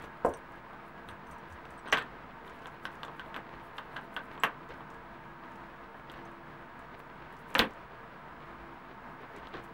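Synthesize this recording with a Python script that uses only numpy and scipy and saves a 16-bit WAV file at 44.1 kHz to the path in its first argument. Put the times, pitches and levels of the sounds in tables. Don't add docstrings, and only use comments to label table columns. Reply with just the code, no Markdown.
import sys
import numpy as np
from scipy import signal
from scipy.fft import rfft, irfft, next_fast_len
from scipy.io import wavfile
from scipy.ndimage import uniform_filter1d, map_coordinates

SR = 44100
rng = np.random.default_rng(int(sys.argv[2]) if len(sys.argv) > 2 else 0)


def volts_from_db(level):
    exponent = np.asarray(level, float) / 20
    return 10 ** exponent


def bounce(signal):
    frames = np.transpose(np.atleast_2d(signal))
    limited = np.clip(frames, -1, 1)
    pcm = np.round(limited * 32767).astype(np.int16)
    wavfile.write(sys.argv[1], SR, pcm)


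N = 429093

LAG_S = 0.0014

# (time [s], knock peak [dB], contact pitch [Hz], metal snap [dB], swish [dB])
WIPES = [
    (2.477, -45, 1030, 2, -73),
    (2.656, -33, 1100, -4, -75),
    (2.852, -24.5, 1520, -5.5, -71),
    (3.031, -26.5, 1150, -0.5, -77),
    (3.194, -28.5, 1530, -4.5, -75),
    (3.7825, -27, 1360, -2.5, -73),
    (3.9643, -25.5, 1400, -3, -73),
    (4.163, -22, 1400, -2, -71),
]


def knocks():
    # (pitch [Hz], width [Hz], level [dB])
    table_modes = [(150, 60, -4), (215, 60, 0), (280, 60, 0), (365, 80, -6), (490, 100, -7)]
    # (pitch [Hz], width [Hz], level [dB])
    mat_modes = [(1555, 58, 1.5), (2390, 160, -38), (1060, 140, -4.5)]
    # (time [s], snap pitch [Hz], snap width [Hz], crack tilt [dB/octave])
    seating = [(0.25, 2800, 1900, -4), (1.09, 3520, 905, -13), (1.65, 2320, 1900, -6),
               (1.92, 2530, 1920, -8), (1.97, 3500, 1600, -0.5), (2.66, 3270, 1100, 0),
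               (2.85, 3400, 900, -1), (3.03, 3200, 1500, -0.5), (3.35, 3200, 1300, -1.5),
               (3.78, 3260, 1201, -2), (3.96, 3260, 1100, -2), (4.16, 3130, 800, 3.5),
               (4.43, 3020, 1000, 0), (6.1, 3200, 1400, 0), (7.55, 2780, 1880, -7), (7.59, 3560, 1900, 2.5),
               (7.62, 3000, 1894, -5), (9.5, 3100, 2200, -5)]
    out, f = np.zeros(N), np.fft.rfftfreq(16384, 1 / SR)

    def low_pass(hz, damping):
        return 1 / (1 - (f / hz) ** 2 + 1j * damping * f / hz)

    capsule = low_pass(3900, 0.8) ** 2
    ringing = capsule * (1 + body(f, mat_modes))
    thud = peak(body(f, table_modes) * resonance(f, 280, 600))
    humps = 1 + 0.464 * resonance(f, 11700, 1525) + 0.7 * resonance(f, 7800, 790)
    humps = humps + 1.2 * resonance(f, 5900, 870) + 0.67 * resonance(f, 15300, 1200)
    broad = resonance(f, 7000, 20000) * resonance(f, 10000, 24000) * humps
    seat_s, *seat_columns = np.transpose(seating)

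    for s, db, hz, thud_db, snap_db, crack_db, gap in contacts():
        snap_hz, width_hz, tilt_db = (np.interp(s, seat_s, c) for c in seat_columns)
        contact = resonance(f, hz, 0.96 * hz) * low_pass(2.14 * hz, 1.69) ** 2
        blow = peak(contact * ringing) + volts_from_db(thud_db - 3) * thud
        snap = peak(resonance(f, snap_hz, width_hz) ** 2 * low_pass(snap_hz + width_hz / 2, 1.0) ** 2)
        crack = peak(broad * (1j * (f + 3000) / 11000) ** (tilt_db / 4))
        snap = signal.fftconvolve(snap, chatter(spacing_s=0.0012, loss_db=-8))[:len(blow)]
        crack = signal.fftconvolve(crack, chatter(spacing_s=0.0035, loss_db=-7))[:len(blow)]

        sound = room(blow, wet_db=2.5, echo_db=-9.5)
        sound = sound + room(volts_from_db(snap_db + 0.5) * snap, wet_db=-12.5, echo_db=-15)
        sound = sound + room(volts_from_db(crack_db - 8) * crack, wet_db=-2, echo_db=-10)
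        mirror = irfft(1 - gap * resonance(f, 2300, 900))[:SR // 100]
        add(out, s + LAG_S, volts_from_db(db - 0.46) * signal.fftconvolve(sound, mirror))
    return out


def contacts():
    # (time [s], peak [dB], contact pitch [Hz], metal snap [dB])
    nudges = [(0.337, -36.5, 960, -2), (0.732, -39, 896, -14), (1.0866, -33, 1500, -4.5),
              (1.652, -36.5, 1000, 2), (1.847, -38, 931, -24), (1.871, -30, 1540, -15),
              (1.884, -33, 1060, 1), (1.897, -37, 1490, 3), (1.9651, -31, 1500, -9),
              (1.971, -19.5, 1440, -5), (2.012, -27.5, 1710, -18), (3.0801, -33, 1020, -12),
              (3.26, -40.5, 536, -7), (3.78, -36, 930, 3), (3.961, -30.5, 1200, -12),
              (4.376, -35.5, 1040, -5.5), (4.8054, -35.5, 934, -13), (5.943, -37, 1000, -20),
              (6.097, -37.5, 1680, 3), (6.137, -34.5, 1480, -10), (9.232, -35, 1260, -24),
              (9.47, -35.5, 980, -2), (9.539, -29.5, 1600, -7), (9.569, -34, 1000, -8),
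              (9.588, -49, 829, -5)]
    # (time [s], peak [dB], contact pitch [Hz], metal snap [dB], crack [dB])
    edge_drops = [(0.2468, -13.5, 572, -43, -40), (0.2576, -30, 494, -30, -33),
                  (1.924, -12, 1300, -0.5, -2), (1.9266, -11.5, 1790, -0.5, -12),
                  (1.9278, -22, 2020, -21, 4.5), (1.9339, -17.5, 1900, -21, -22), (1.974, -33, 2030, -6, 3),
                  (1.979, -28, 1080, -4, -8), (1.982, -23, 1980, -10, -9), (2.668, -35.5, 1320, -18, -20),
                  (3.342, -29, 1570, -4.5, -11), (3.362, -25.5, 1200, -9.5, -12),
                  (4.426, -50, 2500, -20, 2), (4.434, -11, 1320, -6, -5.5), (4.4384, -18, 1350, -24, -8)]
    # (time [s], peak [dB], contact pitch [Hz], metal snap [dB], crack [dB])
    slam = [
        (7.55, -13, 1350, 0.5, -6),
        (7.58, -23, 1200, -11, -11),
        (7.5838, -33, 2500, -14, 8),
        (7.591, -17.5, 880, 11.5, 7),
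        (7.5953, -9, 1930, -24, -24),
        (7.616, -18, 1900, -14, -20),
    ]
    flat_gap, edge_gap = 0.8, 0.12
    out = []
    for s, db, hz, snap_db, *_ in nudges + WIPES:
        thud_db = -51.5 - db + 0.29 * (db + 30)
        out.append((s, db, hz, thud_db, snap_db, snap_db - 9, flat_gap))
    for s, db, hz, snap_db, crack_db in edge_drops:
        out.append((s, db, hz, -21.5, snap_db, crack_db, edge_gap))
    for s, db, hz, snap_db, crack_db in slam:
        thud_db = -19 if s < 7.585 else -12
        out.append((s, db, hz, thud_db, snap_db, crack_db, edge_gap))
    return out


def chatter(spacing_s, loss_db):
    touches, skips = np.zeros(SR // 40), np.arange(1, 4)
    gaps_s = spacing_s * rng.uniform(0.3, 1.8, size=3)
    places = np.minimum(np.cumsum(gaps_s) * SR, len(touches) - 1).astype(int)
    touches[places] = volts_from_db(loss_db * skips) * rng.choice([-1, 1], size=3)
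    touches[0] = 1
    return touches


def rings():
    # (time [s], pitch [Hz], level [dB], 60 dB decay [s])
    single_modes = [(0.25, 510, -22, 0.034), (0.2484, 1000, -26, .015), (0.282, 480, -32, .05),
                    (0.305, 433, -35, .07), (0.26, 350, -26.5, 0.089), (1.926, 610, -24.5, 0.039),
                    (1.9285, 2320, -25, 0.048), (1.934, 2000, -31, .05), (2.0, 1800, -37, .12),
                    (1.927, 1560, -25, .06), (1.92, 6050, -33.5, .02), (2.8535, 10600, -45, 0.0034),
                    (2.854, 5200, -42, .006), (2.8535, 1540, -31.5, 0.04), (3.0505, 3500, -43, .012),
                    (3.3635, 3000, -43, .015), (3.3635, 12700, -52, .008), (1.088, 9800, -52, .01),
                    (3.082, 1060, -42, .06), (3.2, 1530, -40, 0.048), (3.784, 1500, -46, .04),
                    (3.9666, 1640, -35, .045), (4.1649, 1530, -25.5, 0.037), (4.4367, 2700, -26, 0.025),
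                    (4.4357, 12300, -35, .014), (4.4, 7800, -47, 0.036), (7.5848, 12600, -37, .04),
                    (7.552, 530, -28, 0.093), (7.593, 957, -27, .04), (7.597, 760, -30, 0.066),
                    (7.594, 260, -22.5, .06), (7.607, 230, -23.5, .06), (7.635, 520, -34, .12),
                    (7.668, 227, -36, .08), (7.593, 14300, -29, .008)]
    out, t = np.zeros(N), np.arange(SR // 8) / SR
    for s, hz, db, t60 in single_modes:
        ring = volts_from_db(db - 60 * t / t60) * np.sin(2 * np.pi * hz * t)
        add(out, s, room(ring, wet_db=-5, echo_db=-14.5))
    return out


def clinks():
    # (time [s], prong [dB], prong pitch as seated [Hz], frame [dB])
    prong_touches = [(.0413, -70, 6000, -80), (.2454, -80, 5700, -66), (.2613, -66, 5720, -66),
                     (.2942, -70, 5890, -80), (.3366, -57, 6062, -51), (.3444, -62, 5712, -70),
                     (1.0864, -72, 6050, -64), (1.1044, -74, 6100, -68), (1.266, -71, 6080, -72),
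                     (1.3159, -72, 6050, -62), (1.3394, -74, 6080, -85), (1.3843, -74, 5760, -85),
                     (1.508, -75, 5900, -80), (1.53, -78, 6080, -72), (1.704, -82, 5900, -68),
                     (1.735, -75, 6050, -85), (1.7774, -85, 5700, -63), (1.79, -73, 5730, -72),
                     (1.8771, -68, 6060, -61), (1.8966, -72, 5800, -75), (1.9284, -52, 5950, -66),
                     (1.9824, -72, 6100, -70), (6.1684, -75, 5710, -90), (6.215, -78, 5720, -90),
                     (6.2527, -72, 6150, -74), (7.5428, -62, 6060, -80), (7.5834, -66, 6200, -60)]
    # (pitch [Hz], 70 dB decay [s])
    steel_parts = [(7860, .1), (8560, .085), (12850, .07)]
    # (time [s], level [dB])
    roller_taps = [
        (.2454, -62),
        (1.704, -70),
        (1.79, -66),
        (1.8966, -66),
        (1.9284, -62),
        (1.9824, -58),
        (3.364, -72),
        (7.5834, -64),
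    ]
    # (time [s], level [dB])
    pin_taps = [
        (1.0864, -76),
        (1.9284, -64),
        (3.364, -75),
        (4.434, -58),
        (6.1165, -63),
        (7.5834, -47),
        (7.592, -50),
    ]
    out, t = np.zeros(N), np.arange(SR // 5) / SR
    roller, frame, pin = steel_parts
    touches = [(s, db + 3, hz, 0.085) for s, db, hz, _ in prong_touches]
    touches += [(s, db, *frame) for s, *_, db in prong_touches]
    touches += [(s, db, *roller) for s, db in roller_taps]
    touches += [(s, db, *pin) for s, db in pin_taps]
    for s, db, hz, t60 in touches:
        detune, phase = rng.normal(0, 0.0024), rng.uniform(0, 2 * np.pi)
        waver = np.cumsum(0.09 * rng.standard_normal(len(t)))
        pair = np.sin(2 * np.pi * hz * t + waver)
        pair = pair + 0.55 * np.sin(2 * np.pi * hz * (1.012 + detune) * t + phase)
        onset = 1 - np.exp(-t / 0.00017)
        add(out, s + LAG_S / 2, volts_from_db(db + 1.5 - 70 * t / t60) * pair * onset)
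    return out


def cloth():
    # (frequency [Hz], level [dB])
    colour = [(2500, -28), (5000, -9), (8000, -3), (11000, -1), (14000, -2), (16000, -6)]
    fibres = rng.standard_normal(N) + 4 * grains(rate=700, spread_db=1.5)
    hiss = patchy(noise(lambda f: volts_from_db(along(colour, f)), fibres), depth_db=2.5)
    return swells(strokes()) * volts_from_db(-0.5 + 2.3 * wobble(40)) * hiss


def strokes():
    # (time [s], level [dB], length [s])
    swishes = [(0.03, -71, 0.056), (0.3, -76, 0.08), (0.497, -80, 0.046), (0.874, -77, 0.059),
               (1.098, -69, 0.031), (1.309, -72, 0.049), (1.519, -74, 0.056), (1.716, -76, 0.039),
               (1.875, -80, 0.05), (3.66, -77, 0.077), (4.336, -78, 0.029), (4.444, -81, 0.042),
               (4.741, -78, 0.07), (5.551, -78, 0.05), (5.992, -82, 0.058), (6.188, -83, 0.038),
               (6.996, -72, 0.028), (7.335, -77, 0.026), (7.401, -72.5, 0.027), (7.499, -70, 0.03),
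               (7.593, -67, 0.12), (9.644, -73, 0.035)]
    push_s = 0.043
    pushes = [(row[0] - 0.0091, row[-1], push_s) for row in WIPES]
    pulls = [(s + 0.09, db - 4.5, length) for s, db, length in pushes]
    return swishes + pushes + pulls


def strap_drag():
    # (time [s], effort [dB])
    effort = [
        (0, -66),
        (2, -61.5),
        (4.4, -61.5),
        (4.6, -64.5),
        (5.7, -66),
        (6.2, -67),
        (7.7, -60.5),
        (9.35, -67.5),
        (9.73, -64.5),
    ]
    # (time [s], level [dB], length [s])
    jerks = [(.03, -52.5, 0.066), (1.87, -48, 0.023), (3.09, -59, 0.015), (4.71, -47, 0.03),
             (4.76, -57, 0.04), (4.81, -66, 0.013), (6.0, -59, 0.045), (6.15, -53.5, 0.12),
             (9.22, -55, 0.045), (9.38, -48.5, 0.063), (9.46, -53, 0.031), (9.56, -46.5, 0.066)]
    # (frequency [Hz], level [dB])
    colour = [(150, 2.5), (400, 8), (1000, -1.5), (2000, -1.5), (4000, -15.5), (6000, -30.5), (16000, -82)]
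    scrape = rng.standard_normal(N) + 7 * grains(rate=250, spread_db=2)
    gain = (volts_from_db(curves(effort)[0] + 5.5) + swells(jerks)) * volts_from_db(2.3 * wobble(30))
    return gain * noise(lambda f: volts_from_db(along(colour, f)), scrape)


def table_bumps():
    # (time [s], level [dB], length [s])
    jolts = [(0.02, -52, 0.06), (0.283, -42, 0.074), (1.115, -47, 0.065), (1.329, -49.5, 0.071),
             (1.537, -43, 0.051), (1.722, -51, 0.052), (1.95, -47, 0.052), (4.747, -51.5, 0.053),
             (7.601, -64, 0.12), (9.42, -52, 0.08), (9.66, -60, 0.06)]
    turn = 2 * np.pi * np.cumsum(68 + 14 * wobble(17)) / SR
    return volts_from_db(-3) * swells(jolts) * np.sin(turn)


def ticks():
    # (time [s], peak [dB], pitch [Hz])
    clicks = [(0.0212, -50, 8600), (0.0405, -53, 7100), (0.1748, -63, 10100), (0.2509, -42, 7960),
              (0.2592, -42, 8400), (0.2867, -49, 8400), (0.2923, -49, 8000), (0.3705, -48, 9200),
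              (0.5207, -59, 7700), (0.556, -59, 10500), (0.7295, -61, 10600), (1.3113, -48, 7000),
              (1.3827, -56, 8600), (1.5019, -58, 6900), (1.5236, -52, 6200), (1.7048, -53, 7900),
              (1.854, -65, 10800), (2.0225, -51, 7300), (2.4951, -54, 6400), (2.5905, -59, 6800),
              (2.619, -58, 5200), (2.669, -47, 6700), (2.917, -62, 5400), (2.9534, -55, 6300),
              (3.0491, -47, 6600), (3.7687, -54, 8800), (4.0125, -59, 9900), (4.1419, -51, 9400),
              (4.4252, -55, 8500), (4.6894, -55, 6500), (4.7383, -59, 5300), (4.9018, -53, 6100),
              (4.9414, -59, 7400), (5.5179, -60, 6200), (5.5561, -57, 6400), (6.1157, -51, 7500),
              (6.2524, -58, 6800), (6.3149, -62, 8200), (6.7912, -56, 7800), (6.9927, -51, 11700),
              (7.3251, -54, 10400), (7.3662, -55, 5400), (7.3896, -55, 9900), (7.4136, -61, 12100),
              (7.5026, -51, 7800), (7.5426, -38, 7800), (7.7071, -55, 5300), (7.7347, -57, 7200),
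              (9.2147, -60, 12500), (9.3336, -66, 12300), (9.3626, -50, 6900), (9.385, -57, 11200),
              (9.4854, -61, 8300), (9.5692, -61, 5200), (9.594, -63, 6300), (9.6376, -55, 7100),
              (9.642, -57, 7200), (9.6879, -64, 11900)]
    out, f = np.zeros(N), np.fft.rfftfreq(1024, 1 / SR)
    for s, db, hz in clicks:
        click = peak(resonance(f, hz, 0.8 * hz) ** 2)
        add(out, s + LAG_S, volts_from_db(db + 4.5) * room(click, wet_db=-3, echo_db=-14))
    return out


def squeak():
    # (time [s], pitch [Hz], level [dB])
    glide = [
        (9.0, 960, -104),
        (9.03, 985, -88),
        (9.07, 1030, -91),
        (9.15, 1040, -90),
        (9.2, 1020, -88),
        (9.28, 970, -92),
        (9.33, 890, -90),
        (9.35, 870, -110),
    ]
    hz, db = curves(glide)
    turn = 2 * np.pi * np.cumsum(hz * (1 + 0.002 * wobble(60))) / SR
    overtones = np.zeros(N)
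    for k in range(10, 16):
        overtones += volts_from_db(-4 * abs(k - 14) + 5 * wobble(14) - 1) * np.sin(k * turn)
    return volts_from_db(db) * overtones


def fan():
    # (frequency [Hz], level [dB per Hz])
    colour = [(16, -48), (28, -6.5), (54, 4.5), (90, -16), (134, -2), (216, -6.5), (247, -0.5), (275, -6),
              (455, -11), (563, -6), (908, -4.5), (1720, -7), (6150, -39.5), (16000, -47.5)]
    # (pitch [Hz], width [Hz], level [dB])
    room_modes = [(50.3, 4.3, -5), (117.1, 6.5, 10.5), (148.3, 7.8, 10), (198.7, 17, 9.5), (253, 27, 4),
                  (338, 5, 19.5), (456.2, 16, 16), (675.3, 14, 10), (909, 24.1, 7), (995, 206, 6),
                  (1254, 92, 5), (1530, 26, 8), (1654, 12, 11)]

    def gain(f):
        modes_db = sum(db * np.abs(resonance(f, hz, width)) ** 2 for hz, width, db in room_modes)
        return volts_from_db(along(colour, f) + modes_db)

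    hum_turn = 2 * np.pi * 40 * np.arange(N) / SR + 0.5 * wobble(3)
    hum = volts_from_db(-81 + 1.5 * wobble(2.4)) * np.sin(hum_turn)
    air = volts_from_db(-48.5 + 0.12 * wobble(2.1) + 0.79 * wobble(16)) * noise(gain)
    return hum + air


def room(x, wet_db, echo_db):
    # (frequency [Hz], 60 dB decay [s])
    decay = [(150, 0.16), (600, 0.21), (2000, 0.15), (5000, 0.12), (14000, 0.088)]
    # (delay [s], level [dB])
    walls = [(.0021, -14), (.0042, -2), (.0063, -9), (.0098, -13), (.0148, -12)]
    hz, t, z = signal.stft(rng.standard_normal(SR // 4), SR, nperseg=256)
    tail = signal.istft(z * volts_from_db(-60 * t / along(decay, hz)[:, None]), SR, nperseg=256)[1]
    tail *= 1 - np.exp(-np.arange(len(tail)) / (0.00058 * SR))
    answer = volts_from_db(wet_db) * tail / np.linalg.norm(tail)
    answer[0] = 1
    for s, db in walls:
        answer[round(s * SR)] += volts_from_db(db + echo_db)
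    return signal.fftconvolve(x, answer)


def resonance(f, hz, width_hz):
    return 1j * f * width_hz / (hz * hz - f * f + 1j * f * width_hz)


def body(f, modes):
    return sum((-1) ** k * volts_from_db(db) * resonance(f, hz, w) for k, (hz, w, db) in enumerate(modes))


def peak(response):
    x = irfft(response)
    x = x[:len(x) // 2] * np.linspace(1, 0, len(x) // 2)
    return x / np.abs(x).max()


def noise(gain, source=None):
    m = next_fast_len(N)
    x = rng.standard_normal(N) if source is None else source
    return unit(irfft(rfft(x, m) * gain(np.fft.rfftfreq(m, 1 / SR)), m)[:N])


def grains(rate, spread_db):
    return (rng.random(N) < rate / SR) * rng.standard_normal(N) * volts_from_db(spread_db * rng.exponential(size=N))


def patchy(x, depth_db):
    z = signal.stft(x, nperseg=128)[2]
    field = uniform_filter1d(rng.standard_normal(z.shape), size=5, axis=0)
    field = uniform_filter1d(field, size=7, axis=1)
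    return unit(signal.istft(z * volts_from_db(depth_db * unit(field)), nperseg=128)[1][:N])


def swells(rows):
    out = np.zeros(N)
    for s, db, length in rows:
        t = np.arange(-1.5 * length, 1.5 * length, 1 / SR)
        add(out, s + t[0], volts_from_db(db) * np.exp(-2.5 * (t / length) ** 2))
    return out


def wobble(rate):
    return map_coordinates(rng.standard_normal(int(N * rate / SR) + 4), [np.arange(N) * rate / SR])


def curves(rows):
    s, *cols = np.transpose(rows)
    return [np.interp(np.arange(N) / SR, s, c) for c in cols]


def along(points, hz):
    f, v = np.transpose(points)
    return np.interp(np.log(hz + 1), np.log(f + 1), v)


def unit(x):
    return x / np.sqrt(np.mean(x ** 2) + 1e-20)


def add(track, s, x):
    start = round(s * SR)
    part = track[max(start, 0):][:len(x) + min(start, 0)]
    part += x[max(-start, 0):][:len(part)]


def scene():
    buckle = knocks() + rings() + clinks()
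    belt_and_hands = cloth() + strap_drag() + table_bumps() + ticks() + squeak()
    return (buckle + belt_and_hands + fan())[None]


def top_cut(x):
    return signal.sosfilt(signal.butter(12, 16520, fs=SR, output="sos"), x)


def record(dry):
    # (pitch [Hz], level [dB])
    whine_tones = [(15671, -81.5)]
    whine = np.zeros(N)
    for hz, db in whine_tones:
        whine += volts_from_db(db + 2.5) * np.sin(2 * np.pi * hz * np.arange(N) / SR + 2.5 * wobble(9))
    treble_cut = signal.ellip(10, 0.5, 80, 16150, fs=SR, output="sos")
    mix = signal.sosfilt(treble_cut, dry + whine) + 0.00069
    return top_cut(mix)


dry = scene()
out = record(dry)
bounce(out)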